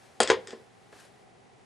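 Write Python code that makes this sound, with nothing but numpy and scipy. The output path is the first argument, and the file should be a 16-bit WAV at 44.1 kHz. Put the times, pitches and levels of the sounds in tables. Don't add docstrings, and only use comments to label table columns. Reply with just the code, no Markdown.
import sys
import numpy as np
from scipy import signal
from scipy.fft import rfft, irfft
from scipy.io import wavfile
from scipy.ndimage import uniform_filter1d

SR = 44100
rng = np.random.default_rng(int(sys.argv[2]) if len(sys.argv) > 2 else 0)


def waveform_to_disk(signal):
    frames = np.transpose(np.atleast_2d(signal))
    scaled = np.clip(frames, -1, 1) * 32767
    samples = np.round(scaled).astype(np.int16)
    wavfile.write(sys.argv[1], SR, samples)


N = 72765
TIME = np.arange(N) / SR


def amp(db):
    return 10 ** (np.asarray(db) / 20)


def unit(x):
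    return x / np.sqrt(np.sum(x ** 2) + 1e-20)


def look_up(table, hz):
    row_hz, value = np.transpose(table)
    return np.interp(np.log(hz + 1), np.log(row_hz + 1), value)


def fade(t, fade_s):
    return np.exp(-np.log(1000) * t / fade_s)


def add(mix, start_s, sound):
    part = mix[:, round(start_s * SR):][:, :sound.shape[-1]]
    part += sound[..., :part.shape[1]]


def cut_bass(x, hz, order):
    return signal.sosfilt(signal.butter(order, hz, "high", fs=SR, output="sos"), x)


def coloured(x, colour, tilt_db=0, size=4096):
    hz = abs(np.fft.fftfreq(size, 1 / SR))
    octaves = np.log2(np.maximum(hz, 300) / 1000)
    log_gain = np.log(amp(look_up(colour, hz) + tilt_db * octaves))
    response = np.exp(np.conj(signal.hilbert(log_gain)))
    taps = np.fft.ifft(response).real[:size // 2]
    return signal.fftconvolve(np.atleast_2d(x), unit(taps)[None], axes=1)[:, :x.shape[-1]]


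def stereo_noise(width):
    mid, side = rng.standard_normal((2, N))
    return np.array([mid + width * side, mid - width * side])


def wobble(samples):
    return np.sqrt(N) * unit(uniform_filter1d(rng.standard_normal(N), size=samples))


# frequency in Hz, relative level in dB.
AIR_COLOUR = [(15, -33), (25, -20), (77, -9), (114, -3), (263, -5), (300, -11), (380, -2.5), (593, -8.5),
              (812, -4), (878, -10.5), (1480, -16.5), (1980, -15.5), (3250, -22), (10600, -32.5),
              (12500, -66)]
# frequency in Hz, likeness from 0 to 1.
AIR_LIKENESS = [(30, 0.3), (120, 0), (800, 0), (3000, 0.38), (10000, 0.94)]
# pitch in Hz, level in dB.
FAN_TONES = [(118.4, -73.5), (400, -77.5), (759, -72), (823.6, -76), (1949, -83)]


def fan_and_air(air_db=-57.5, wander_hz=3.54):
    hz = np.fft.rfftfreq(N, 1 / SR)
    left, other = rfft(rng.standard_normal((2, N)))
    likeness = np.clip(look_up(AIR_LIKENESS, hz), 0, 1)
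    right = likeness * left + np.sqrt(1 - likeness ** 2) * other
    rush = irfft(np.array([left, right]) * amp(look_up(AIR_COLOUR, hz)), N)
    out = amp(air_db) * np.sqrt(2 * N) * unit(rush)
    for tone_hz, db in FAN_TONES:
        pitch_hz = tone_hz + wander_hz * wobble(3000)
        out += amp(db) * np.sqrt(2) * np.sin(2 * np.pi * np.cumsum(pitch_hz) / SR)
    return out


# time in seconds, level in dB.
RUSTLE_LEVELS = [(0, -63.5), (0.058, -61), (0.11, -64.5), (0.6, -66.5), (0.7, -73), (0.915, -68),
                 (0.93, -61), (0.975, -58), (1.005, -55.5), (1.04, -58), (1.1, -67), (1.25, -72)]
# frequency in Hz, relative level in dB.
RUB_COLOUR = [(150, -12.5), (420, -3.5), (650, 1.5), (900, -2.5), (1400, -1.5), (1680, 1.5), (2000, -4.5),
              (4500, -7.5), (10000, -11.5), (13000, -24.5)]


def hand_rustle():
    times, levels_db = np.transpose(RUSTLE_LEVELS)
    loudness = amp(np.interp(TIME, times, levels_db, -np.inf, -np.inf))
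    return coloured(stereo_noise(width=0.27), RUB_COLOUR) * loudness


def crack(fade_s, rise_s=0.00076, size=4096):
    t = TIME[:size]
    shape = fade(t, fade_s)
    burst = rng.standard_normal(size) * shape
    for _ in range(3):
        spectrum = rfft(burst)
        burst = irfft(spectrum / (abs(spectrum) + 1e-9)) * np.minimum(1, 10 * shape)
    return np.pad(unit(burst * np.minimum(t / rise_s, 1)), (0, N - size))


# delay in seconds, level in dB compared with the crack.
NEAR_ECHOES = [(0.0032, -30.5), (0.0062, -9), (0.0148, -12.5)]


def echoed(x):
    out = x.copy()
    for delay_s, db in NEAR_ECHOES:
        add(out, delay_s, amp(db) * x)
    return out


# frequency in Hz, fade time in seconds before stretching.
RING_FADES = [(100, 0.65), (450, .19), (1400, 0.18), (3500, 0.22), (8000, 0.12)]


def dense_ring(stretch, rise_s=0.0062):
    hz, t, spectrum = signal.stft(stereo_noise(width=0.15), SR, nperseg=256)
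    fade_s = stretch * look_up(RING_FADES, hz)[:, None]
    _, tail = signal.istft(spectrum * fade(t, fade_s), SR, nperseg=256)
    tail = cut_bass(tail[:, :N], hz=220, order=1)
    swell = (1 - np.exp(-TIME / rise_s)) ** 2
    return np.sqrt(2) * unit(tail * swell)


def struck(tones, rise_s, opposed=False):
    out = np.zeros((2, N))
    for k, (hz, db, fade_s) in enumerate(tones):
        skew = 0.15 * rng.standard_normal() * np.array([[1], [-1]])
        sign = (-1) ** (k * opposed)
        out += sign * amp(db) * fade(TIME, fade_s) * np.sin(2 * np.pi * hz * TIME + skew)
    return out * np.minimum(TIME / rise_s, 1)


HOLLOW_TONES = [(228, .13, -26.5, -37, -39.5), (281.8, .3, -51.5, -38, -55), (338, 0.45, -47, -37.5, -54.5),
                (384.3, 0.22, -25, -18, -43.5), (449.9, 0.15, -24, -15, -39),
                (508.3, 0.17, -20.5, -20, -44), (626, 0.12, -25, -46, -46.5),
                (730, 0.03, -11.5, -16.5, -37), (867, 0.041, -18.5, -21.5, -59),
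                (1021, 0.15, -33.5, -22.5, -50.5), (1066, 0.22, -33, -35.5, -54),
                (1130, 0.15, -44, -30.5, -57), (1420, 0.057, -20.5, -23.5, -64),
                (1724, 0.16, -33, -39.5, -50.5), (1935, 0.064, -30, -27.5, -63),
                (2075, 0.12, -46, -28.5, -75), (3218, 0.042, -18, -20, -63), (3443, 0.088, -29.5, -34, -60)]
BASS_LIMITS_HZ = [199, 283, 190]
SECOND_LANDING, SETTLING = 1, 2
HARD_RISE_S, GRIP_S = 0.00073, 0.12


def hollow_body(blow, rise_s, favoured_hz=450, fall_db=0):
    tones = [(hz, levels[blow] - fall_db * abs(np.log2(hz / favoured_hz)), fade_s)
             for hz, fade_s, *levels in HOLLOW_TONES]
    grip = np.exp(-(TIME / GRIP_S) ** 2)
    ringing = struck(tones, rise_s, opposed=blow != SECOND_LANDING)
    return cut_bass(ringing * grip, BASS_LIMITS_HZ[blow], order=3)


# start in seconds, crack level in dB, crack fade time in seconds,
# dense ring level in dB, stretch factor for the ring's fade time, left minus right in dB.
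LANDINGS = [(0.2026, 5.5, 0.018, 3, 0.96, 0.5), (0.3001, 8.5, 0.02, 3.5, 0.85, 0)]
# frequency in Hz, relative level in dB.
LANDING_COLOURS = [
    [(50, -41), (150, -41), (230, -23), (330, -12), (520, 4), (800, -3.5), (1100, -3.5), (1450, -6.5),
     (2650, -6), (3300, -11), (5200, -7), (5900, -24), (6700, -8), (8300, -10.5), (9100, -8),
     (10300, -19.5), (13000, -71.5)],
    [(50, -60.5), (170, -24), (290, -16.5), (470, 3.5), (600, -10), (950, -2.5), (1350, -9), (1950, -5.5),
     (2500, -16), (3400, -13.5), (4300, -19), (5200, -17.5), (5700, -23.5), (6800, -17.5), (7600, -31),
     (9000, -20.5), (10200, -97)],
]


def clacks():
    out = np.zeros((2, N))
    for blow, (start_s, crack_db, fade_s, ring_db, stretch, left_db) in enumerate(LANDINGS):
        snap = amp(crack_db) * echoed(crack(fade_s)[None])
        shell = coloured(snap + amp(ring_db) * dense_ring(stretch), LANDING_COLOURS[blow])
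        balance = amp([[left_db / 2], [-left_db / 2]])
        add(out, start_s, (shell + hollow_body(blow, HARD_RISE_S)) * balance)
    return out


# pitch in Hz, relative level in dB, fade time in seconds.
TABLE_TONES = [(67, -5.5, 0.19), (102, -9, 0.52), (120.3, 5.5, 0.076)]


def table_thuds():
    out = np.zeros((2, N))
    for start_s, db in [(0.219, -44.5), (0.301, -39)]:
        add(out, start_s, amp(db) * struck(TABLE_TONES, rise_s=0.01))
    return out


# start in seconds, level in dB, fade time in seconds, tilt in dB per octave,
# then the levels of the dense ring and of the prongs, both in dB compared with the tick.
PLASTIC_TICKS = [(0.2305, -1, 0.019, 2.5, -14, 0.5), (0.2742, -5.5, 0.014, -2.5, 0.5, 0.5),
                 (0.2901, -15, .025, -4, -9, 1), (0.4722, -17.5, 0.021, -0.5, -2.5, -11),
                 (0.5058, -19, 0.024, -2.5, -2, -7)]
# frequency in Hz, relative level in dB.
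PLASTIC_COLOUR = [(50, -66.5), (150, -11.5), (500, -1.5), (1100, -4), (1850, 3.5), (2500, -5.5),
                  (3350, 0.5), (4100, -5.5), (5000, 3), (6000, -3.5), (8200, 0), (9500, -20), (11000, -26),
                  (13000, -61)]
# pitch in Hz, relative level in dB, fade time in seconds.
PRONG_TONES = [(1863, -29, 0.036), (3244, -27, 0.052), (3366, -29, 0.048), (4890, -36, 0.1),
               (5030, -40, 0.02), (7780, -38.5, 0.11)]


def ticks():
    out = np.zeros((2, N))
    for start_s, db, fade_s, tilt_db, ring_db, prong_db in PLASTIC_TICKS:
        tap = crack(fade_s) + amp(ring_db) * dense_ring(stretch=1)
        prongs = amp(prong_db) * struck(PRONG_TONES, HARD_RISE_S)
        add(out, start_s, amp(db) * (coloured(tap, PLASTIC_COLOUR, tilt_db) + prongs))
    return out


# start in seconds, level in dB, rise time in seconds, favoured pitch in Hz,
# drop in dB for each octave away from that pitch.
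KNOCKS = [(0.3675, 14.5, 0.0012, 536, 44), (0.480, 0.5, 0.0046, 378, 32), (0.527, 1.5, 0.0017, 430, 2.5),
          (0.594, -9.5, 0.01, 410, 10)]


def settling_knocks():
    out = np.zeros((2, N))
    for start_s, db, rise_s, favoured_hz, fall_db in KNOCKS:
        add(out, start_s, amp(db) * hollow_body(SETTLING, rise_s, favoured_hz, fall_db))
    return out


# start in seconds, level in dB, tilt in dB per octave.
FINGER_SLIPS = [(0.9254, -28.5, -4), (0.952, -33, -4.5), (1, -35, 4), (1.0503, -37.5, 2.5)]


def finger_slips():
    out = np.zeros((2, N))
    for start_s, db, tilt_db in FINGER_SLIPS:
        slip = crack(fade_s=0.025) + dense_ring(stretch=0.27)
        add(out, start_s, amp(db) * coloured(slip, RUB_COLOUR, tilt_db))
    return out


def squeak(peak_s=1.002, hz=1605, db=-54, waver=0.022):
    pitch_hz = hz * (1 + waver * wobble(150))
    tone = np.sin(2 * np.pi * np.cumsum(pitch_hz) / SR)
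    swell = np.exp(-abs(TIME - peak_s) / 0.014)
    return amp(db) * tone * swell


# frequency in Hz, left minus right in dB.
LEFT_LEAN = [(60, 2.5), (380, -2), (650, 3.2), (1200, 3.5), (2200, 3.5), (4000, 0.5), (7500, 1.8)]


def leftward(x):
    lean_db = look_up(LEFT_LEAN, np.fft.rfftfreq(2 * N, 1 / SR))
    balance = amp(np.array([lean_db, -lean_db]) / 2)
    return irfft(rfft(x, 2 * N) * balance)[:, :N]


def room(x, db=-29, fade_s=0.8):
    colour = [(100, -12), (250, -10), (450, 3), (2000, -2), (8000, -9.5)]
    tail = coloured(stereo_noise(width=0.63) * fade(TIME, fade_s), colour)
    return amp(db) * signal.fftconvolve(x, np.sqrt(2) * unit(tail), axes=1)[:, :N]


def scene():
    handset = clacks() + ticks() + settling_knocks() + table_thuds()
    hand = hand_rustle() + finger_slips() + squeak()
    near = handset + hand
    return leftward(near) + room(near) + fan_and_air()


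def record(dry, low_hz=45, high_hz=13500):
    heard = cut_bass(dry, low_hz, order=2)
    treble_cut = signal.firwin(511, high_hz, window=("kaiser", 9), fs=SR)
    return signal.oaconvolve(heard, treble_cut[None], "same")


dry = scene()
out = record(dry)
waveform_to_disk(out)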